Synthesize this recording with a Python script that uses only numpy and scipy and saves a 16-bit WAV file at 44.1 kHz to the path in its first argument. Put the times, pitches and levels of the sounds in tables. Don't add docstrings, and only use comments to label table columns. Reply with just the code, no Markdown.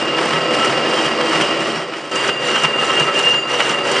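import sys
import numpy as np
from scipy import signal
from scipy.fft import rfft, irfft
from scipy.io import wavfile
from scipy.ndimage import uniform_filter1d

SR = 44100
rng = np.random.default_rng(int(sys.argv[2]) if len(sys.argv) > 2 else 0)


def to_wav(sig):
    pcm = np.clip(np.atleast_2d(sig), -1, 1) * 32767
    pcm = np.round(pcm).astype(np.int16)
    wavfile.write(sys.argv[1], SR, pcm.T)


N = 176400

CYCLE_S = 0.356
CRACK_S = 0.0033
FAR, NEAR = 0, 1
# peak_s, crash_db, thump_db
CUTS = [(0.336, 1, 1.5), (0.696, -8.5, -0.5), (1.057, -3, -0.5), (1.412, 1.5, -0.5), (1.776, -5.5, 0.5),
        (2.293, 3, -10.5), (2.65, 6, 3), (3.008, -1.5, -1), (3.344, -1, -12), (3.699, -3.5, -10)]


def far_machines(t, hits, crash, gears_db=-20, wire_db=-26.5, pings_db=-41, crash_db=-2, echo_db=-7):
    # pitch_hz, level_db
    gear_tone = [(25, -29.5), (90, -14.5), (190, -4), (330, 4.5), (580, 6), (850, 1), (1300, 1), (1600, -4),
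                 (2600, -3.5), (3500, -11.5), (5400, -15), (6500, -22.5), (8700, -24.5), (10000, -48)]
    # time_s, level_db
    whine_levels = [(0, -25), (.13, -20), (.2, -32), (.47, -26), (.8, -24.5), (.98, -27), (1.1, -28.5),
                    (1.42, -25), (2.0, -30.5)]
    pull = stroke((t - 0.15) % CYCLE_S, hold_s=0.2, attack_s=0.038, release_s=0.049)
    gears = gear_chatter(pull, load_db=0)
    wire = wire_scrape(pull, grit_db=3)
    clatter = undb(wire_db) * wire_tone(wire) + undb(pings_db) * guide_pings(pull, per_second=130)
    clatter += undb(crash_db) * crash + wire_squeak(t)
    body = undb(gears_db) * unit(colour(gears, gear_tone)) + drone(t, FAR) + drone(t, FAR)
    echo = undb(echo_db) * hall_echo(t, clatter)
    metal = iron_frame(gears, FAR) + struck_steel(hits + 0.6 * wire + 0.38 * gears, FAR)
    tones = drive_hum(FAR) + whine(curve(t, whine_levels), 0.95, FAR)
    return body + clatter + echo + metal + tones


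def near_machine(t, hits, crash, gears_db=-23, wire_db=-28, pings_db=-39, crash_db=-1, echo_db=-13):
    # start_s, length_s
    pulls = [(2.05, .21), (2.396, 0.24), (2.765, 0.27), (3.11, 0.21), (3.466, 0.25), (3.825, .2)]
    # pitch_hz, level_db
    gear_tone = [(25, -29), (130, -11), (190, -10.5), (370, 7.5), (650, 3), (1350, 1), (2700, -4),
                 (3500, -10), (5400, -19.5), (8700, -24.5), (10000, -37)]
    # time_s, level_db
    gear_levels = [(2.28, 1.5), (2.36, -1), (2.62, 2), (3.08, 4), (3.25, -1), (3.33, -2), (3.47, 0),
                   (3.8, 3)]
    whine_levels = [(2.12, -28), (2.19, -23), (2.24, -31), (2.295, -23.5), (2.34, -28.5), (2.46, -25.5),
                    (2.56, -23.5), (2.605, -29), (2.66, -17), (2.7, -21.5), (2.79, -20), (2.875, -28),
                    (2.905, -17.5), (3.12, -25.5), (3.23, -17.5), (3.285, -13.5), (3.5, -27), (3.545, -25),
                    (3.78, -24.5), (4, -33)]
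    high_levels = [(2.12, 7.5), (2.38, 3.5), (2.6, 1), (3.3, -2), (3.45, 5), (3.7, -7), (4, 9.5)]
    pull = sum(stroke(t - start, length, attack_s=0.049, release_s=0.042) for start, length in pulls)
    gears = gear_chatter(pull, load_db=0.5) * curve(t, gear_levels)
    wire = wire_scrape(pull, grit_db=1)
    clatter = undb(wire_db) * wire_tone(wire) + undb(pings_db) * guide_pings(pull, per_second=140)
    clatter += undb(crash_db) * crash
    body = undb(gears_db) * unit(colour(gears, gear_tone)) + drone(t, NEAR)
    echo = undb(echo_db) * hall_echo(t, clatter)
    metal = iron_frame(gears, NEAR) + struck_steel(hits + 0.39 * wire + 0.064 * gears, NEAR)
    tones = drive_hum(NEAR) + whine(curve(t, whine_levels), curve(t, high_levels), NEAR)
    return body + clatter + echo + metal + tones


def gear_chatter(pull, load_db, tooth_hz=82.9, throb_db=0.05, rough_db=1.12):
    teeth = np.sin(2 * np.pi * np.cumsum(tooth_hz * (1 + 0.078 * drift(14))) / SR)
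    return unit(ticks(7000, 2.1) * undb(load_db * pull + throb_db * teeth + rough_db * drift(150)))


def iron_frame(gears, place):
    # pitch_hz, width_hz, far_db, near_db
    rings = [(158, 36, -41, -45.5), (234, 22, -40, -43.5), (325, 32, -33, -43.5), (390.5, 22, -35.5, -39.5),
             (519, 29, -42.5, -47), (571, 24, -40, -36), (671, 38, -42, -55), (1310, 9.3, -33.5, -31.5),
             (1924, 40, -36.5, -38)]
    return sum(undb(db[place]) * ring(ring(gears, hz, width), hz, hz / 2) for hz, width, *db in rings)


def whine(main_gain, high_gain, place):
    # pitch_hz, far_db, near_db
    main_tones = [(2783, -11, -8), (2808, -6, -0.5), (2822, -3.5, -10)]
    high_tones = [(4760, -40.5, -43.5), (4786, -43, -44), (6950, -54, -57.5)]
    return main_gain * chord(main_tones, place) + high_gain * chord(high_tones, place)


def blows(t):
    # peak_s, level_db
    clacks = [(0.188, 3), (0.864, -1.5), (0.977, -1.5), (1.212, 1), (1.333, 0), (1.937, 2.5), (2.245, -1.5),
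              (2.489, 0), (2.562, 1), (2.903, 0), (3.2, -2.5), (3.271, -2), (3.543, -2), (3.605, 5),
              (3.966, 0)]
    crack = sum(undb(db) * burst(t, at, CRACK_S / 2, CRACK_S) for at, db, *_ in CUTS + clacks)
    shower = sum(undb(db) * burst(t, at, rise_s=0.019, decay_s=0.011) for at, db, *_ in CUTS + clacks)
    return (shower + 0.83 * crack) * ticks(8000, 1)


def metal_crash(hits):
    # pitch_hz, level_db
    crash_tone = [(60, -36), (130, -11.5), (600, -2.5), (1100, 4.5), (2000, 1.5), (4000, -10.5),
                  (10000, -29.5)]
    return undb(-27.5) * unit(colour(hits, crash_tone))


def bed_thumps(t):
    # pitch_hz, width_hz, level_db
    rings = [(135, 18, -3), (149.3, 20, 11.5), (163, 6.2, 0)]
    force = sum(undb(db) * burst(t, at, rise_s=0.019, decay_s=0.0067) for at, _, db in CUTS)
    push = force * rng.standard_normal(N)
    shake = sum(undb(db) * ring(ring(push, hz, width), hz, hz / 2) for hz, width, db in rings)
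    return undb(-40) * unit(shake)


def wire_scrape(pull, grit_db, jerk_db=1):
    return unit(pull * ticks(4500, 2) * undb(grit_db * drift(300) + jerk_db * drift(45.07)))


def wire_tone(wire):
    # pitch_hz, level_db
    scrape_tone = [(60, -40.5), (130, -2.5), (400, 10), (1000, 6), (2000, 5.5), (3300, -3.5), (7300, -13),
                   (8800, -11.5), (10000, -24)]
    return unit(colour(wire, scrape_tone))


def guide_pings(pull, per_second):
    # pitch_hz, width_hz, level_db
    rings = [(3840, 200, -2.5), (4450, 110, -2.5), (5300, 170, -2.5), (5870, 150, -0.5), (7230, 260, -2.5),
             (8070, 230, -11)]
    return unit(sum(undb(db) * ring(pull * ticks(per_second, 2.8), hz, width) for hz, width, db in rings))


def wire_snaps(t):
    # peak_s, level_db
    slips = [(0.647, 0), (1.06, -5.5), (1.414, 1), (2.156, 1.5), (2.277, 0), (2.472, -4.5), (2.635, 2.5),
             (2.997, 1.5), (3.19, 2), (3.692, -1), (3.916, 2.5)]
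    # pitch_hz, level_db
    snap_tone = [(1500, -16.5), (5800, 2), (7500, -1.5), (10000, -10.5)]
    force = sum(undb(db) * burst(t, at, CRACK_S / 2, decay_s=0.0081) for at, db in slips)
    return undb(-41) * unit(colour(force * ticks(8000, 1), snap_tone))


def wire_squeak(t):
    # middle_s, length_s, start_hz, end_hz, level_db
    squeak = (1.765, .07, 5380, 5720, -31)
    middle_s, length_s, start_hz, end_hz, level_db = squeak
    progress = np.clip((t - middle_s) / length_s + .5, 0, 1)
    hz = (start_hz + (end_hz - start_hz) * progress) * (1 + 0.011 * drift(400))
    return undb(level_db) * np.sin(np.pi * progress) * np.sin(2 * np.pi * np.cumsum(hz) / SR)


def struck_steel(strikes, place):
    # pitch_hz, width_hz, far_db, near_db
    rings = [(2800, 17, -50, -32.5), (2932, 17, -33.5, -35.5), (3164, 19, -35, -36.5),
             (5210, 45, -43.5, -71)]
    return sum(undb(db[place]) * ring(strikes, hz, width) for hz, width, *db in rings)


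def rubbed_steel(t, edge_s=0.016):
    # start_s, length_s, pitch_hz, level_db
    rubs = [(0.311, 0.042, 1286, -27), (0.603, 0.095, 1328, -25), (0.962, 0.027, 3145, -23.5),
            (1.297, 0.041, 1314, -29), (2.62, 0.044, 1317, -28.5), (2.74, 0.092, 1243, -31.5),
            (2.883, 0.026, 1310, -31), (3.342, 0.13, 6990, -45)]
    return sum(undb(db) * tone(hz) * stroke(t - at, length, edge_s, edge_s) for at, length, hz, db in rubs)


def drone(t, place, pitch_hz=493.2, level_db=-29, dip_db=12):
    peak_s = 0.53 if place == FAR else 2.5
    slack = .5 - .5 * np.cos(2 * np.pi * (t - peak_s) / CYCLE_S)
    return undb(level_db - dip_db * slack) * tone(pitch_hz)


def drive_hum(place):
    # pitch_hz, far_db, near_db
    hum_tones = [(133.8, -46, -45.5), (225.9, -39.5, -42.5), (1069, -35.5, -40.5), (1239, -38, -36.5)]
    return chord(hum_tones, place)


def hall_echo(t, sound, fade_s=0.89, delay_s=.02):
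    tail = rng.standard_normal(N) * undb(-60 * t / fade_s) * (t > delay_s)
    return reflect(sound, tail)


def stereo_width(t, sound, decay_s=0.0038):
    # pitch_hz, level_db
    width = [(70, -8), (130, -21), (400, -33.5), (1100, -25.5), (2800, -20.5), (4000, -20.5), (9500, -10.5)]
    echoes = rng.standard_normal(N) * np.exp(-t / decay_s)
    return colour(reflect(sound, echoes), width)


def reflect(sound, tail):
    return signal.fftconvolve(sound, tail / np.sqrt(np.sum(tail ** 2)))[:N]


def tone(hz, wander_hz=4.528, flutter_db=1.5):
    phase = 2 * np.pi * (np.cumsum(hz + wander_hz * drift(25)) / SR + rng.random())
    return unit(np.sin(phase) * undb(flutter_db * drift(22.046)))


def chord(rows, place):
    return sum(undb(db[place]) * tone(hz) for hz, *db in rows)


def ring(x, hz, width_hz):
    return unit(signal.lfilter(*signal.iirpeak(hz, hz / width_hz, fs=SR), x))


def ticks(per_second, spread_db):
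    hit = rng.random(N) < per_second / SR
    direction = np.sign(rng.standard_normal(N))
    size = undb(spread_db * np.clip(rng.standard_normal(N), -2, 2))
    return unit(hit * direction * size)


def burst(t, peak_s, rise_s, decay_s):
    return np.clip((t - peak_s) / rise_s + 1, 0, 1) * np.exp(-np.maximum(t - peak_s, 0) / decay_s)


def stroke(age, hold_s, attack_s, release_s):
    return np.clip(age / attack_s, 0, 1) * np.exp(-np.maximum(age - hold_s, 0) / release_s)


def drift(per_second):
    step = max(int(SR / per_second), 2)
    stairs = np.repeat(rng.standard_normal(N)[:N // step + 2], step)
    return unit(uniform_filter1d(uniform_filter1d(stairs, step), step)[:N])


def colour(x, rows):
    hz, db = np.array(rows).T
    pitches = np.arange(N + 1) * SR / (2 * N)
    gain = undb(np.interp(np.log(pitches + 1), np.log(hz), db))
    return irfft(rfft(x, 2 * N) * gain)[:N]


def curve(t, rows):
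    return undb(np.interp(t, *np.array(rows).T))


def undb(db):
    return 10 ** (np.asarray(db) / 20)


def unit(x):
    return x / np.sqrt(np.mean(x ** 2))


def scene(switch_s=2.113, blend_s=.005, right_db=.35):
    # time_s, level_db
    far_levels = [(0, -1), (.6, 0.6), (1.5, 0.5), (1.78, -4), (1.87, -7), (2.1, -12)]
    near_levels = [(2.11, -2.5), (2.27, 0)]
    t = np.arange(N) / SR
    hits = blows(t)
    crash = metal_crash(hits) + bed_thumps(t) + wire_snaps(t)
    far = curve(t, far_levels) * far_machines(t, hits, crash)
    near = curve(t, near_levels) * near_machine(t, hits, crash)
    near_share = np.clip((t - switch_s) / blend_s + .5, 0, 1)
    middle = (1 - near_share) * far + near_share * near
    middle += rubbed_steel(t) + rubbed_steel(t)
    side = stereo_width(t, middle)
    return np.array([middle + side, (middle - side) * undb(right_db)])


def record(dry, ceiling=.9, top_hz=10200):
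    rounded = dry / (1 + np.abs(dry / ceiling) ** 6) ** (1 / 6)
    return signal.sosfilt(signal.ellip(10, .2, 90, top_hz, fs=SR, output="sos"), rounded)


dry = scene()
out = record(dry)
to_wav(out)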